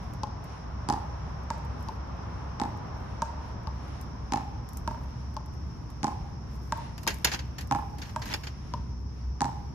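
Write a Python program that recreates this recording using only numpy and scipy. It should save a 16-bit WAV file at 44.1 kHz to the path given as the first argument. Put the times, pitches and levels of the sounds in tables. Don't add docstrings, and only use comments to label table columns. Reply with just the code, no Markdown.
import sys
import numpy as np
from scipy import signal
from scipy.fft import rfft, irfft, next_fast_len
from scipy.io import wavfile
from scipy.ndimage import map_coordinates

SR = 44100
rng = np.random.default_rng(int(sys.argv[2]) if len(sys.argv) > 2 else 0)


def store_pcm(level_fs):
    pcm = np.round(np.clip(level_fs, -1, 1) * 32767).astype(np.int16)
    wavfile.write(sys.argv[1], SR, np.atleast_2d(pcm).T)


N = 429534


def amp(db):
    return 10 ** (np.asarray(db) / 20)


def unit(x):
    return x / np.sqrt(np.mean(x ** 2) + 1e-20)


def fade(t, t60):
    return np.exp(-np.log(1000) * t / t60)


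def along(points, hz):
    f, v = np.transpose(points)
    return np.interp(np.log(hz + 1), np.log(f + 1), v)


def curves(rows):
    s, *cols = np.transpose(rows)
    return [np.interp(np.arange(N) / SR, s, c) for c in cols]


def wobble(rate):
    points = rng.standard_normal(int(N * rate / SR) + 4)
    return map_coordinates(points, [np.arange(N) * rate / SR])


def filtered(x, response):
    n = x.shape[-1]
    m = next_fast_len(n + 4096)
    return irfft(rfft(x, m) * response(np.fft.rfftfreq(m, 1 / SR)), m)[..., :n]


def coloured(x, spectrum, size=1024):
    cep = irfft(np.log(amp(along(spectrum, np.fft.rfftfreq(size, 1 / SR)))))
    cep[1:size // 2] *= 2
    cep[size // 2 + 1:] = 0
    h = irfft(np.exp(rfft(cep)))
    return signal.fftconvolve(x, h[None] / np.linalg.norm(h), axes=1)[:, :x.shape[1]]


def add(out, s, x):
    i = max(round(s * SR), 0)
    out[:, i:i + x.shape[-1]] += x[..., :max(N - i, 0)]


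def crackle(n, spread_db, shared=0.56, size=40):
    grains = np.repeat(amp(spread_db * rng.standard_normal(n // size + 1)), size)[:n]
    own = rng.standard_normal((2, n))
    common = rng.standard_normal(n)
    return unit(grains * (own + shared * common))


def ringing(t, hz, db, t60):
    hz, db, t60 = hz[:, None, None], db[:, None, None], t60[:, None, None]
    strength = amp(db + 2 * rng.standard_normal((len(hz), 2, 1))) / np.linalg.norm(amp(db))
    cycles = hz * t + rng.random((len(hz), 2, 1))
    return np.sum(strength * np.sin(2 * np.pi * cycles) * fade(t, t60), axis=0)


# pitch_hz, likeness (1 = the same, 0 = unrelated)
LIKENESS = [(60, 0.93), (130, 0.96), (290, 0.51), (640, 0.07), (1410, 0.33), (3100, -0.084), (6820, -0.052),
            (15000, -0.28)]


def rush(spectrum):
    def mid_and_side(hz):
        turn = np.arccos(np.clip(along(LIKENESS, hz), -1, 1)) / 2
        return amp(along(spectrum, hz)) * [np.cos(turn), np.sin(turn)]

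    mid, side = filtered(rng.standard_normal((2, N)), mid_and_side)
    return unit(np.array([mid + side, mid - side]))


# pitch_hz, t60_s
COURT_DECAY = [(200, 0.2), (550, 0.91), (850, 0.97), (1300, 0.37), (2500, 0.73), (6000, 0.36),
               (14000, 0.41)]


def court(x):
    hz, t, z = signal.stft(rng.standard_normal((2, SR // 2)), SR, nperseg=256)
    build_up = 1 - np.exp(-t / 0.016)
    decay = fade(t, along(COURT_DECAY, hz)[:, None])
    tail = signal.istft(z * decay * build_up, SR, nperseg=256)[1]
    tail = tail + 0.1 * tail[::-1]
    return signal.fftconvolve(x, tail / np.linalg.norm(tail[0]), axes=1)


# pitch_hz, level_db (per Hz)
RUMBLE_COLOUR = [(20, -37), (35, -9.5), (48, -0.5), (80, 1), (120, 0), (180, -6.5), (280, -13.5),
                 (450, -22.5), (900, -54.5), (2000, -72)]
TRAFFIC_COLOUR = [(150, 4.5), (350, -1), (600, 1.5), (1000, 5.5), (1500, -4.5), (2200, -13), (4000, -21.5),
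                  (6500, -37), (8000, -39), (15000, -71.5)]
CRICKET_COLOUR = [(3000, -32.5), (4500, -16.5), (5100, -4), (5500, 1.5), (5900, -8), (6400, -11),
                  (7000, -34), (9000, -72)]
HISS_COLOUR = [(2000, 14.5), (6500, 3.5), (8000, -8), (10500, -0.5), (12000, -16.5), (14500, -15),
               (16000, -39)]
# time_s, level_db (before a 2 dB lift and a slow waver)
TRAFFIC_LEVEL = [(0.0, -47.5), (0.65, -47.5), (1.03, -45.5), (3.1, -45.5), (3.9, -48.5), (5.6, -53),
                 (8.3, -54), (9.0, -58), (9.74, -56.5)]
# time_s, level_db (peak, before it wavers)
HUM_LEVEL = [(0.0, -43), (1.2, -37), (2.75, -44), (3.1, -38), (4.6, -41), (5.4, -38), (6.15, -46),
             (6.35, -37), (7.6, -41), (8.55, -42), (9.05, -33.5), (9.74, -38)]
HUM_HZ = 65.26
RUMBLE_DB, CRICKET_DB, HISS_DB = -39.5, -60.5, -64


def background():
    traffic_db, = curves(TRAFFIC_LEVEL)
    hum_db, = curves(HUM_LEVEL)
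    hum_hz = HUM_HZ + 3 * wobble(14)
    hum = amp(hum_db + 2.74 * wobble(14)) * np.sin(2 * np.pi * np.cumsum(hum_hz) / SR)
    rumble = amp(RUMBLE_DB + 1.07 * wobble(7)) * rush(RUMBLE_COLOUR)
    traffic = amp(traffic_db + 2.0 + 0.37 * wobble(3.94)) * rush(TRAFFIC_COLOUR)
    crickets = amp(CRICKET_DB + 0.82 * wobble(25)) * rush(CRICKET_COLOUR)
    crickets *= amp([[.5], [-.5]])
    hiss = amp(HISS_DB + 3.6 * wobble(7.5)) * rush(HISS_COLOUR)
    return hum + rumble + traffic + crickets + hiss


RATTLE_PER_S, RATTLE_T60 = 1200, 0.0097
RATTLE_LOW_HZ, RATTLE_HIGH_HZ = 790, 7020


def rattle(count=14000):
    t = np.arange(SR // 140) / SR
    wait, pitch, phase, size = rng.random((count, 4)).T
    contact_s = np.cumsum(-np.log(1 - wait)) / RATTLE_PER_S
    at = (contact_s * SR).astype(int)[:, None] + np.arange(len(t))
    hz = RATTLE_LOW_HZ * (RATTLE_HIGH_HZ / RATTLE_LOW_HZ) ** np.sqrt(pitch[:, None])
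    rings = amp(-16 * size[:, None]) * fade(t, RATTLE_T60)
    ears = [rings * np.sin(2 * np.pi * (hz * t + side * phase[:, None])) for side in (0, 1)]
    return unit(np.array([np.bincount(at.ravel(), ear.ravel(), N)[:N] for ear in ears]))


# pitch_hz, level_db (per Hz)
SHELL_COLOUR = [(88, -44.5), (150, 0.5), (391, 1), (612, -6.5), (905, 1), (1170, -8.5), (1630, 4),
                (3490, -7.5), (4320, -4.5), (5360, -9), (6770, -7.5), (8230, -24), (13200, -19),
                (16000, -43)]
HUSK_COLOUR = [(3000, -17.5), (6000, -2.5), (9000, -6.5), (12000, -1.5), (14200, -5.5), (15000, -0.5),
               (16000, -26)]
PILE_COLOUR = [(90, -27), (200, -1.5), (450, -7.5), (800, 1), (1400, -5.5), (2300, -6.5), (3200, -4),
               (6000, -43)]
# start_s, end_s, final_db, swell_db (final is before the grit's own level)
SCRAPES = [(7.069, 7.076, -41, 2), (7.325, 7.343, -32, 6), (8.03, 8.1, -57, 0), (8.255, 8.334, -36, 12)]
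# start_s, length_s, level_db (before a 7 dB lift and a waver)
PAWING = [(0.0, 0.071, -83), (1.766, .12, -83), (2.918, 0.1, -86), (4.72, .3, -81), (5.5, 0.28, -94),
          (6.497, 0.22, -77.5), (6.974, .38, -73), (7.68, .15, -72.5), (8.02, .2, -74), (8.24, 0.086, -63)]
PAW_ATTACK_S, PAW_RELEASE_T60 = 0.043, 0.39
PAW_IDLE_DB = -89.5
SETTLE_DB, SETTLE_T60 = -31, 0.22


def rummage():
    t = np.arange(SR) / SR
    rubbing, pawing = np.zeros((1, N)), np.full((1, N), amp(PAW_IDLE_DB))
    for s, db, *_ in KNOCKS:
        add(rubbing, s, amp(db + SETTLE_DB) * fade(t, SETTLE_T60))
    for start, end, db, swell_db in SCRAPES:
        length = max(round((end - start) * SR), 1)
        add(rubbing, start, amp(db + np.linspace(-swell_db, 0, length)))
    for start, length, db in PAWING:
        attack = np.minimum(t / PAW_ATTACK_S, 1)
        release = fade(np.maximum(t - length, 0), PAW_RELEASE_T60)
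        add(pawing, start, amp(db) * attack * release)
    grit = amp(-4.0) * coloured(crackle(N, spread_db=1.5, size=32), SHELL_COLOUR)
    grit += amp(-6) * coloured(crackle(N, spread_db=4.5), PILE_COLOUR)
    grit += amp(-3.5) * rattle()
    shells = rubbing * amp(1.4 * wobble(70)) * grit
    rustle = coloured(crackle(N, spread_db=4.5), HUSK_COLOUR)
    husks = pawing * amp(7.0 + 2.5 * wobble(25)) * rustle
    return shells + husks


# time_s, strength_db (sets both parts of the tick)
TICKS = [(0.1347, -46.5), (0.4393, -45), (1.807, -56), (4.011, -40.5), (4.6882, -41.5), (4.7316, -44),
         (4.7703, -34), (5.5368, -53), (6.773, -47), (7.142, -38), (7.1844, -47), (7.672, -47)]
TICK_BODY_DB, TICK_BODY_GROWS = -48, .15
FAINT_TICKS_PER_S, FAINT_TICK_DB, FAINT_SPREAD_DB = 1.2, -57, 5


def ticks(count=40):
    out, t = np.zeros((2, N)), np.arange(SR // 10) / SR
    faint_s = np.cumsum(rng.exponential(1 / FAINT_TICKS_PER_S, count))
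    faint_db = FAINT_TICK_DB + FAINT_SPREAD_DB * rng.standard_normal(count)
    snap = fade(t, 0.0098) + 0.15 * fade(t, 0.12)
    for s, db in TICKS + list(zip(faint_s, faint_db)):
        bright = coloured(crackle(len(t), spread_db=2) * snap, HUSK_COLOUR)
        body = coloured(crackle(len(t), spread_db=2) * snap, SHELL_COLOUR)
        tick = amp(db - 0.5) * bright + amp(TICK_BODY_DB + TICK_BODY_GROWS * db) * body
        add(out, s + 0.0012, tick)
    return out


# pitch_hz, level_db (per Hz)
KNOCK_COLOUR = [(300, -11), (600, -10), (1050, 13.5), (1600, -29.5), (2500, -5.5), (5000, -20.5)]
CLICK_COLOUR = [(800, -31.5), (1500, 8.5), (3200, -1), (5500, 4), (7500, -3), (10000, -12), (15000, -58)]
RING_T60 = .052


def ball(rows, modes, slap_db, pock_db, click_db, knock_db, right_db, lag_ms, echo_s, flutter_db, wet_db,
         count=8):
    out, t = np.zeros((2, N)), np.arange(SR // 3) / SR
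    ears = np.maximum(t - np.array([[lag_ms / 1000], [0]]), 0)
    for s, snap_db, db, hz, echo_db in rows:
        cycles = hz * (ears + 0.00066 * (1 - np.exp(-ears / 0.00087)))
        late = np.maximum(ears - .0052, 0)
        swell = amp(slap_db) * fade(late, .02) * (1 - np.exp(-late / .0015))
        linger = amp(-25.5) * fade(ears, 0.24)
        pock = np.sin(2 * np.pi * cycles) * (fade(ears, RING_T60) + swell + linger)
        for ratio, mode_db, t60 in modes:
            mode_hz = ratio * hz * (1 + 0.019 * rng.standard_normal())
            strength = amp(mode_db + 2 * rng.standard_normal())
            tone = np.sin(2 * np.pi * (mode_hz * ears + rng.random()))
            onset = 1 - np.exp(-2 * mode_hz * ears)
            pock += strength * tone * fade(ears, t60) * onset
        knock = coloured(rng.standard_normal((1, len(t))) * fade(t, 0.048), KNOCK_COLOUR)
        snap = fade(t, 0.00084) + 0.11 * fade(t, 0.021)
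        click = coloured(rng.standard_normal((2, len(t))) * snap, CLICK_COLOUR)
        click *= amp(snap_db + click_db) / np.linalg.norm(click, axis=1, keepdims=True)
        click *= amp([[0], [-9]])
        tilted_pock = pock * amp([[-right_db], [right_db]])
        body = amp(db + pock_db) * (tilted_pock + amp(knock_db) * knock)
        start = s + .001
        add(out, start, click + body)
        add(out, start + echo_s, amp(echo_db) * (body + amp(-5) * click))
        for trip in range(1, count):
            trip_s = (trip + 1) * echo_s + rng.normal(0, 0.0011)
            add(out, start + trip_s, amp(echo_db + trip * min(flutter_db, -2)) * body)
        add(out, start, amp(wet_db) * court(body + amp(2.0) * click))
    return out


# time_s, pock_db, pitch_hz
BOUNCES = [(0.233, -29, 834), (1.885, -34, 880), (3.6711, -35.5, 882), (5.3654, -33.5, 869),
           (7.0667, -29.5, 913), (8.737, -31.5, 919)]
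# time_s, gap_s, click_db, first_pock_db, second_pock_db
STROKES = [(0.887, 0.012, -27, -28.5, -23.5), (2.598, 0.017, -30, -32, -28.5),
           (4.3211, .0139, -27, -31.5, -23.5), (6.0305, 0.012, -27.5, -32, -25.5),
           (7.711, .0112, -28, -24, -25.5), (9.406, .011, -26.5, -29, -25)]
# time_s, pock_db, echo_db (relative to the pock)
WALL = [(1.5027, -29.5, -14), (3.2196, -27, -19.5), (4.8755, -29.5, -10.5), (6.722, -27.5, -22),
        (8.1608, -30.5, -19)]
# pitch_ratio (times its pitch), level_db, t60_s
RACKET_MODES = [(0.172, -3, 0.057), (.295, 5.5, 0.029), (0.378, -2, 0.034), (1.12, -5.5, 0.12),
                (1.29, -12, 0.11), (1.6, -16, 0.042), (2.13, -18.5, 0.065)]
BALL_MODES = [(0.241, 1, 0.031), (.35, -14, 0.044), (0.673, -11, 0.087), (1.15, -12.5, 0.04),
              (1.4, -34, 0.019), (1.77, -19.5, 0.073), (2.66, -35, 0.038)]
# pitch_hz, level_db
GROUND_COLOUR = [(1150, -0.5), (1900, -15), (3300, -6), (4900, 0), (6200, -5), (7500, -14.5), (15000, -12)]
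STROKE_HZ, WALL_HZ = 819, 909
FIRST_ECHO_DB, SECOND_ECHO_DB, BOUNCE_ECHO_DB = -2, -7, -15.5
WALL_CLICK_DB, BOUNCE_CLICK_DB = 4, -2.5
SLAP_DB, FAINT_SLAP_DB = 9, 2


def rally():
    on_ground = [(s, db + BOUNCE_CLICK_DB, db, hz, BOUNCE_ECHO_DB) for s, db, hz in BOUNCES]
    first = [(s, click_db, db, STROKE_HZ, FIRST_ECHO_DB) for s, gap, click_db, db, _ in STROKES]
    second = [(s + gap, click_db, db, STROKE_HZ, SECOND_ECHO_DB) for s, gap, click_db, _, db in STROKES]
    on_wall = [(s, db + WALL_CLICK_DB, db, WALL_HZ, echo_db) for s, db, echo_db in WALL]
    bounces = ball(on_ground, BALL_MODES, FAINT_SLAP_DB, pock_db=2.5, click_db=24.5, knock_db=-2,
                   right_db=-2.5, lag_ms=0.014, echo_s=0.037, flutter_db=-23.0, wet_db=-16)
    strokes = ball(first + second, RACKET_MODES, SLAP_DB, pock_db=3.0, click_db=20, knock_db=-16.5,
                   right_db=1.5, lag_ms=0.15, echo_s=.0372, flutter_db=-7.5, wet_db=-12.5)
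    wall = ball(on_wall, BALL_MODES, FAINT_SLAP_DB, pock_db=6.5, click_db=14, knock_db=-16,
                right_db=1, lag_ms=0.013, echo_s=0.034, flutter_db=-4, wet_db=-10.5)
    gritty_bounces = filtered(bounces, lambda hz: amp(along(GROUND_COLOUR, hz)))
    return gritty_bounces + strokes + wall


def stroke_tails(below_click_db=-38.5, t60=0.76):
    out, t = np.zeros((2, N)), np.arange(SR // 2) / SR
    for s, _, click_db, *_ in STROKES:
        hiss = coloured(rng.standard_normal((2, len(t))), HUSK_COLOUR)
        add(out, s, amp(click_db + below_click_db) * fade(t, t60) * hiss)
    return out


# time_s, strength_db (of the whole hit), treble_db (husks in it), t60_s
KNOCKS = [(6.978, -35, -8, 0.082), (7.031, -38, 0, .07), (7.0748, -12, -10, 0.11), (7.1033, -25, -15, 0.15),
          (7.245, -6.5, -6, .06), (7.2694, -17.5, -26, 0.13), (7.3158, -21, -24, .13),
          (7.342, -19.5, -32, 0.097), (7.3902, -27, -31, 0.085), (7.5829, -27, -10, 0.13),
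          (7.608, -33, -3, 0.11), (7.9834, -38.5, -3, .2), (8.0168, -28.5, -28, 0.18),
          (8.054, -40, -20, .1), (8.092, -38, -22, 0.13), (8.218, -27, -25, 0.17), (8.2551, -35, -3, 0.37),
          (8.3374, -15.5, -17, 0.066), (8.4347, -32, -14, 0.22), (8.469, -27, -32, 0.086)]
# pitch_hz, width_hz (wider dies sooner, within limits), level_db
TRAY = [(1603, 45, 1), (2740, 15, 0), (3370, 150, -14), (3520, 7.8, -20), (3850, 27, -7.5), (4335, 68, 7.5),
        (4748, 60, 4.5), (5050, 73, 9), (5720, 38, -4), (6160, 53, -14)]
PILE_DB, PILE_T60 = -16, 0.095


def tray(count=16):
    out, t = np.zeros((2, N)), np.arange(SR // 4) / SR
    tin_hz, width_hz, tin_db = np.transpose(TRAY)
    tin_t60 = np.clip(np.log(1000) / np.pi / width_hz, .05, .11)
    rise = 1 - np.exp(-t / 0.0018)
    for s, db, treble_db, t60 in KNOCKS:
        crumble = fade(t, max(t60, .01))
        blow = rise * (crumble + 0.48 * fade(t, 0.011))
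        shells = coloured(crackle(len(t), spread_db=1.5) * blow, SHELL_COLOUR)
        shifting = crackle(len(t), spread_db=2, shared=0.51) * rise * fade(t, PILE_T60)
        pile = coloured(shifting, PILE_COLOUR)
        splinters = crackle(len(t), spread_db=3, shared=1.5)
        husks = coloured(splinters * rise * (fade(t, 0.024) + 0.24 * crumble), HUSK_COLOUR)
        husks *= amp([[-1], [1]])
        tin = ringing(t, tin_hz, tin_db, tin_t60)
        hollow = ringing(t, rng.uniform(1200, 7200, count), np.zeros(count), np.full(count, .05))
        noise = amp(-11.0) * shells + amp(PILE_DB) * pile + amp(treble_db - 4.5) * husks
        tones = rise * (amp(-8.5) * tin + amp(-6) * hollow)
        hit = amp(db) * (noise + tones)
        add(out, s, hit)
        add(out, s, amp(-20.5) * court(hit))
    return out


def scene():
    return background() + rummage() + ticks() + rally() + stroke_tails() + tray()


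# pitch_hz, level_db
OVERALL_TONE = [(20, -9.5), (40, 0.5), (14000, -0.5), (16000, -19)]
TOP_HZ = 16300


def record(dry):
    return filtered(dry, lambda hz: amp(along(OVERALL_TONE, hz)) * (hz < TOP_HZ))


dry = scene()
out = record(dry)
store_pcm(out)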